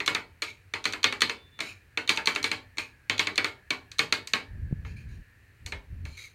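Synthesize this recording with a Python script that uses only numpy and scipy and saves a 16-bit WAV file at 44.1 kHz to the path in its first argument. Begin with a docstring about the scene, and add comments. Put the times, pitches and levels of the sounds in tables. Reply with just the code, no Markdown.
"""Two steel spatulas chop a half-frozen dessert mix on the cold plate of a food counter, in quick flurries.
Each chop is a noise-driven clack of the blade, decaying plate and blade modes and a dense wash; light ticks
are thinner blows. Scrapes are ice grains driving shifting blade resonances, and a lifted blade sings as sines.
Later the mix is pushed together with soft scrapes, while air and handling rumble on the microphone.
Coloured stall noise, a low drone and a faint wavering whirr lie beneath."""
import sys
import numpy as np
from scipy import signal
from scipy.fft import rfft, irfft
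from scipy.io import wavfile

SR = 44100
rng = np.random.default_rng(int(sys.argv[2]) if len(sys.argv) > 2 else 0)


def output_pcm(signal):
    """Save a mono or channel-first signal as 16-bit PCM at the path in sys.argv[1].

    Samples are clipped to [-1, 1] before scaling.
    """
    pcm = np.clip(np.atleast_2d(signal).T, -1, 1) * 32767
    wavfile.write(sys.argv[1], SR, np.round(pcm).astype(np.int16))


N = 279594

# steady stall noise, relative spectrum: (frequency [Hz], density [dB per Hz])
STALL_SPECTRUM = [(18, -30), (30, -13.5), (50, -10), (93, -1), (200, -21.5), (450, -23), (650, -31),
                  (1200, -29), (1700, -22.5), (2500, -23), (3400, -37), (4300, -33), (5000, -39.5),
                  (16000, -43.5)]
# faint whirr: (time [s], level before flicker [dB])
WHIRR_LEVEL = [(0, -82), (1.9, -68.5), (3.6, -66), (4.55, -62), (5.1, -63.5), (5.6, -68), (6.34, -76)]
# rumble of air and handling, relative spectrum: (frequency [Hz], density [dB per Hz])
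RUMBLE_SPECTRUM = [(15, -21.5), (45, -2.5), (85, 1.5), (130, -10.0), (200, -18.5), (400, -34),
                   (1500, -62.0), (6000, -89.5)]
# air moving over the microphone: (start [s], length [s], level before lumps [dB])
GUSTS = [(4.47, 0.73, -38.5), (5.592, 0.22, -44), (5.855, 0.27, -42)]
# knocks on the microphone housing: (time [s], level before low-pass [dB], frequency [Hz], t60 [s])
BUMPS = [(4.7111, -22.5, 131, 0.029), (4.7259, -12.5, 141, 0.037)]
# plate thud, blade ring, clack, edge sizzle: (lower limit [Hz], upper limit [Hz])
REGISTERS = [(90, 900), (900, 3000), (3000, 5000), (5000, 16000)]
# blade comes down on the plate: (time [s], strength [dB], brightness from blade angle [dB])
CHOPS = [(0.002, -33.5, -5.5), (0.077, -27, -1), (0.1481, -30.5, 0.5), (0.4205, -36.5, 8),
         (0.7368, -33.5, -3), (0.854, -30, 2), (0.9342, -36.5, 0.5), (1.0415, -25, 1.5),
         (1.1243, -35, -0.5), (1.218, -25.5, 1.5), (1.2953, -34, 0.5), (1.5897, -43, -2),
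         (1.6041, -35.5, 3.5), (1.9733, -30, -5.5), (2.092, -26, 1.5), (2.1728, -31.5, -2.5),
         (2.2719, -26.5, 1), (2.3589, -31.5, -4), (2.4416, -29.5, 1.5), (2.5146, -31.5, -0.5),
         (2.771, -48.5, 4), (2.782, -36, 5.5), (3.0967, -28.5, -3), (3.1933, -27, 0), (3.27, -31.5, -2),
         (3.3782, -26.5, -2), (3.4438, -30.5, -1), (3.7049, -30, -1), (3.9917, -26.5, 1), (4.1242, -28, 3),
         (4.3346, -27.5, 0), (4.8492, -51.5, -10), (5.6616, -48.5, 17.5), (5.7212, -38, -3),
         (6.052, -50.5, 6)]
# registers of a middling chop: (level [dB], gain per strength [dB per dB], share of brightness [1])
CHOP_WEIGHTS = [(-40.5, 0.81, 0), (-30, 1, 0), (-32, 1.39, 0.68), (-40.5, 1.23, 1)]
# blade corner touches, mostly just ahead of a chop: (time [s], clack level [dB], sizzle re clack [dB])
TICKS = [(0.061, -40, -1), (0.841, -42.5, -5), (0.9243, -44.5, -1.5), (1.0297, -38.5, -6),
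         (1.2063, -37, -4), (2.0758, -39.5, -9), (2.1615, -50, 1.5), (2.2573, -39.5, 0), (2.3497, -47, 2),
         (2.428, -43.5, 1.5), (3.179, -40.5, -7.5), (3.357, -45, -3), (3.916, -50, -3), (3.984, -43, -1.5),
         (4.2727, -45.5, 0.5)]
# blade pressed against the plate, before detuning: (frequency [Hz], width [Hz], relative level [dB])
PRESSED_BLADE = [(306.3, 74, -21), (1057, 400, -14), (1278, 310, -2), (1882, 82, 6), (2275, 67, 12),
                 (2570, 234, 5), (3576, 280, 2), (4228, 264, 3.5), (4750, 990, -16), (5554, 580, -10),
                 (6650, 650, -9), (8150, 800, -17), (9320, 840, -19), (11700, 680, -27.5),
                 (13500, 1800, -35.5)]
# plate and its pan, before random spread: (frequency [Hz], relative level [dB], t60 [s])
PLATE_MODES = [(100.9, -6, 0.55), (257.5, -7, 0.45), (309.2, 1, 0.25), (402.9, -0.5, 0.34),
               (452, 0.5, 0.27), (472.3, -7, 0.32), (602.5, -7.5, .3), (767, -11, 0.34), (860, -25, 0.14),
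               (897, -4, 0.33), (978, -4.5, 0.16), (1109, 1, 0.13), (1200, 1, 0.15), (1386, -2, 0.3),
               (1593, -3, 0.2), (1708, 8.5, 0.12), (1786, -3, 0.053)]
# blade pinned after the blow, before bend and spread: (frequency [Hz], relative level [dB], t60 [s])
PINNED_MODES = [(2154, 1.5, 0.25), (2450, -8, 0.2), (2550, -3, 0.16), (3500, -11, 0.11), (4200, -5.5, 0.11),
                (4370, -16.5, 0.037), (6400, -19.5, .14)]
# dense ring of counter and stall, relative spectrum: (frequency [Hz], density [dB per Hz])
WASH_SPECTRUM = [(90, -4.5), (300, 3.5), (700, -3.5), (1100, 4), (2000, 9), (2280, 9.5), (2750, 2),
                 (3400, -3), (4250, 0), (5100, -13), (6600, -12), (9400, -18.5), (10800, -30.5),
                 (12200, -22.5), (16000, -38.5)]
# its decay: (frequency [Hz], t60 [s])
WASH_T60 = [(260, 0.38), (1600, 0.2), (3900, 0.24), (9000, 0.21)]
# blade pushed through the mix: (start [s], length [s], level [dB], initial pitch factor from flexing [1],
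# hiss where the edge meets bare frost, re blade [dB])
PUSHES = [(0.42, 0.076, -42.5, .98, -15.5), (1.598, 0.099, -42, 0.95, -14.5),
          (2.781, .015, -35, 1.016, -10), (4.845, 0.064, -56.5, 0.98, -9), (4.959, 0.047, -55.5, 1.01, -12),
          (5.08, 0.075, -64, 0.98, -6), (6.051, 0.14, -56.5, 0.94, -7), (6.168, 0.076, -46, 0.93, -3.5)]
# flexed, sliding blade, before pitch shifts: (frequency [Hz], width [Hz], relative level [dB])
SLIDING_BLADE = [(490, 47, -24), (2040, 660, -1.5), (2340, 148, 13), (3420, 310, -3.5), (4120, 280, -2.5),
                 (5800, 330, -8.5), (6410, 99, -13.5), (8200, 400, -37), (9100, 170, -17),
                 (12300, 230, -35), (13200, 1000, -43)]
# steel edge on frost, relative spectrum: (frequency [Hz], density [dB per Hz])
HISS_SPECTRUM = [(1500, -42), (3200, 3), (4400, 2), (5200, -2), (6200, 7), (6800, 4), (8100, -15),
                 (9400, -2.5), (10700, -24), (12000, -8), (16000, -26)]
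# free blade: (frequency [Hz], relative level [dB])
FREE_BLADE = [(2830, -14.5), (3526, 0.5), (3882, -15)]

STALL_DB = -59
GUST_ATTACK_S, GUST_RELEASE_DB_PER_S, STILL_AIR_DB = 0.07, 550, -69
MIDDLING_DB = -30
TICK_THUD_DB, TICK_RING_DB = -20, -5.5  # re the tick's clack
# the hand leans in, the blade stiffens as it slides, the pressure dies away
PUSH_ATTACK_S, PUSH_RISE_PER_S, PUSH_RELEASE_DB_PER_S = 0.0087, 0.7, 235
SING_FROM_S, SING_UNTIL_S, SING_DB, SING_FADE_DB_PER_S = 1.22, 1.586, -62, 3000
EDGE_ON_S, TURN_S = 1.505, 0.026
CUTOFF_HZ = 15900


def from_db(db):
    """Decibels to gain."""
    return 10 ** (np.asarray(db) / 20)


def rms_one(x):
    """Scale to unit rms."""
    return x / np.sqrt(np.mean(x ** 2) + 1e-20)


def unit_energy(x):
    """Scale to a total energy of one."""
    return x / np.sqrt(np.sum(x ** 2) + 1e-20)


def level_curve(rows):
    """Gain over time from (time [s], level [dB]) rows, -200 dB outside them."""
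    s, db = np.transpose(rows)
    return from_db(np.interp(np.arange(N) / SR, s, db, left=-200, right=-200))


def at_hz(points, hz):
    """Read a table on a log-frequency axis."""
    f, value = np.transpose(points)
    return np.interp(np.log(np.maximum(hz, 1)), np.log(f), value)


def colour(x, spectrum):
    """Weight a signal's spectrum, then scale to unit rms."""
    hz = np.fft.rfftfreq(len(x), 1 / SR)
    return rms_one(irfft(rfft(x) * from_db(at_hz(spectrum, hz)), len(x)))


def noise(spectrum, size):
    """Coloured noise of unit rms."""
    return colour(rng.standard_normal(size), spectrum)


def drift(knots_per_s):
    """Random wander: straight lines between normal knots of unit spread."""
    knots = rng.standard_normal(N // 100)
    return np.interp(np.arange(N) / SR * knots_per_s, np.arange(len(knots)), knots)


def resonate(x, modes, bend=1):
    """Parallel resonances with alternating signs; bend scales their pitch over time."""
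    out = 0
    turns = np.cumsum(bend * np.ones(len(x))) / SR
    for k, (hz, width_hz, db) in enumerate(modes):
        r = np.exp(-np.pi * width_hz / SR)
        spin = np.exp(2j * np.pi * hz * turns)
        # shift the mode to 0 Hz, smooth, shift back
        envelope = signal.lfilter([1 - r], [1, -r], x / spin + 1e-12)
        out = out + (-1) ** k * from_db(db) * np.real(spin * envelope)
    return out


def rippled(x, ripple_db=3.5, spacing_hz=85):
    """Sheet steel has crowded modes: uneven peaks and notches across the spectrum."""
    hz = np.fft.rfftfreq(len(x), 1 / SR)
    peaks = np.clip(rng.standard_normal(SR // 20), -2, 2)
    ripple = ripple_db * np.interp(hz / spacing_hz, np.arange(len(peaks)), peaks)
    return rms_one(irfft(rfft(x) * from_db(ripple), len(x)))


def swell(t, length_s, attack_s, release_db_per_s):
    """Attack, hold and release of a gesture that starts at t = 0."""
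    attack = np.clip(t / attack_s, 0, 1)
    return attack * from_db(-release_db_per_s * np.maximum(t - length_s, 0))


def background(hum_db=-65.5, hum_hz=92, hum_width_hz=40, whirr_hz=1710, whirr_width_hz=230,
               whirr_wander=0.035, whirr_flicker_db=1.5):
    """Coloured stall noise; the freezer's drone and a wavering whirr are twice-resonated noise."""
    motor = [(hum_hz, hum_width_hz, 0)]
    drone = rms_one(resonate(resonate(rng.standard_normal(N), motor), motor))
    band = [(whirr_hz, whirr_width_hz, 0)]
    bend = 1 + whirr_wander * drift(3.7)
    whirr = rms_one(resonate(resonate(rng.standard_normal(N), band, bend), band, bend))
    whirr = whirr * from_db(whirr_flicker_db * drift(8))
    stall = from_db(STALL_DB) * noise(STALL_SPECTRUM, size=N)
    return stall + from_db(hum_db) * drone + level_curve(WHIRR_LEVEL) * whirr


def airflow():
    """Gusts over nearly still air, as a gain."""
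    t = np.arange(N) / SR
    gain = from_db(STILL_AIR_DB)
    for s, length_s, db in GUSTS:
        gain = gain + from_db(db) * swell(t - s, length_s, GUST_ATTACK_S, GUST_RELEASE_DB_PER_S)
    return gain


def handling(lumpy_db=2.0):
    """Low, lumpy buffeting and dull knocks (decaying, low-passed sines) at the microphone."""
    rumble = noise(RUMBLE_SPECTRUM, size=N)
    out = rumble * airflow() * from_db(lumpy_db * drift(17))
    low_pass = signal.butter(2, 600, fs=SR, output="sos")
    for s, db, hz, t60_s in BUMPS:
        age_s = np.maximum(np.arange(N) / SR - s, 0)
        knock = from_db(db - 60 * age_s / t60_s) * np.sin(2 * np.pi * hz * age_s)
        out = out - signal.sosfilt(low_pass, knock + 1e-12)
    return out


def blows():
    """Time and register levels of every contact: harder chops gain more in the treble than in the thud."""
    base_db, follows, bright_share = np.transpose(CHOP_WEIGHTS)
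    contacts = []
    for s, db, bright_db in CHOPS:
        contacts.append((s, base_db + follows * (db - MIDDLING_DB) + bright_share * bright_db))
    for s, db, sizzle_db in TICKS:
        contacts.append((s, db + np.array([TICK_THUD_DB, TICK_RING_DB, 0, sizzle_db])))
    return contacts


def clack(t, crush_s=0.0022, crack_db=-33.0, crack_s=0.0015, detune=0.02):
    """The edge crushes through icy grains in a few milliseconds and jolts the blade."""
    force = rng.standard_normal(len(t)) * np.exp(-t / crush_s)
    crack = signal.lfilter([1, -1], [1, -1.3, 0.5], rng.standard_normal(len(t)))
    crack = crack * np.exp(-t / crack_s)
    grip = 1 + detune * rng.standard_normal()
    return unit_energy(resonate(force, PRESSED_BLADE, grip)) + from_db(crack_db) * unit_energy(crack)


def ring(modes, t, turns, spread_db=3.5):
    """Free modes of unit total energy; each point of contact wakes them differently."""
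    hz, db, t60_s = np.transpose(modes)[:, :, None]
    weights = from_db(spread_db * rng.standard_normal(len(modes))) * rng.choice([-1, 1], len(modes))
    partials = from_db(db - 60 * t / t60_s) * np.sin(2 * np.pi * hz * turns)
    return unit_energy(weights @ partials)


def strikes(wash_db=-1.5, plate_db=-9.0, pinned_db=-5.5, build_s=0.0014, rise=0.062, lean_s=0.07,
            detune=0.018, chatter=0.015):
    """Each blow is a clack, ringing blade and plate and a dense wash, weighted by register."""
    size, early = SR // 2, SR // 25
    t, out = np.arange(size) / SR, np.zeros(N + size)
    filters = [signal.butter(4, band, "band", fs=SR, output="sos") for band in REGISTERS]
    fades = []
    for low_hz, high_hz in REGISTERS:
        t60_s = at_hz(WASH_T60, np.sqrt(low_hz * high_hz))
        fades.append(from_db(-60 * t / t60_s) * (1 - np.exp(-t / build_s)))
    for s, register_db in blows():
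        # the pinned blade rises in pitch as the hand leans on it
        bend = 1 + detune * rng.standard_normal() + rise * (1 - np.exp(-t / lean_s))
        # grit under the edge shakes that pitch
        bend = bend + chatter * drift(300)[:size]
        blow = from_db(plate_db) * ring(PLATE_MODES, t, t)
        blow += from_db(pinned_db) * ring(PINNED_MODES, t, np.cumsum(bend) / SR)
        blow[:early] += clack(t[:early])
        wash = from_db(wash_db) * rippled(noise(WASH_SPECTRUM, size=size), ripple_db=4.0, spacing_hz=55.24)
        at = max(round(s * SR), 0)
        for sos, fade, db in zip(filters, fades, register_db):
            part = signal.sosfilt(sos, blow + wash * unit_energy(fade))
            # level set over the first 40 ms
            out[at:at + size] += from_db(db) * part / np.std(part[:early])
    return out[:N]


def scrapes(grains_per_s=4500, grain_db=1.5, judder_db=-0.5, waver=0.018, grit_db=-7.0):
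    """Ice grains catch under the edge: they hiss, ring in the counter and excite the flexing blade."""
    size = SR // 2
    t, out = np.arange(size) / SR, np.zeros(N + size)
    for s, length_s, db, flex, hiss_db in PUSHES:
        sizes = from_db(grain_db * np.minimum(rng.exponential(1, size), 4)) * rng.choice([-1, 1], size)
        caught = rng.random(size) < grains_per_s / SR
        grains = sizes * caught * from_db(judder_db * drift(140)[:size])
        bend = flex + PUSH_RISE_PER_S * np.minimum(t, length_s) + waver * drift(40)[:size]
        blade = rms_one(resonate(grains, SLIDING_BLADE, bend))
        grit = from_db(grit_db) * colour(grains, WASH_SPECTRUM)
        hiss = from_db(hiss_db) * colour(grains, HISS_SPECTRUM)
        rasp = rippled(blade + grit + hiss, ripple_db=4.5, spacing_hz=126.6)
        pressure = from_db(db) * swell(t, length_s, PUSH_ATTACK_S, PUSH_RELEASE_DB_PER_S)
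        at = round(s * SR)
        out[at:at + size] += pressure * rasp
    return out[:N]


def singing_blade(attack_s=0.0091):
    """A lifted blade's steady modes, sung until touchdown; its two faces radiate with opposite sign."""
    t = np.arange(N) / SR
    modes = sum(from_db(db) * np.sqrt(2) * np.sin(2 * np.pi * hz * t) for hz, db in FREE_BLADE)
    # fades for a moment as it turns edge-on to the microphone
    facing = np.tanh((t - EDGE_ON_S) / TURN_S)
    envelope = swell(t - SING_FROM_S, SING_UNTIL_S - SING_FROM_S, attack_s, SING_FADE_DB_PER_S)
    return from_db(SING_DB) * envelope * facing * modes


def scene():
    """Everything at one close microphone."""
    return (strikes() + scrapes() + singing_blade() + handling() + background())[None]


def record(dry):
    """A steep elliptic low-pass cuts the top."""
    return signal.sosfilt(signal.ellip(10, 0.2, 80, CUTOFF_HZ, fs=SR, output="sos"), dry)


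dry = scene()
out = record(dry)
output_pcm(out)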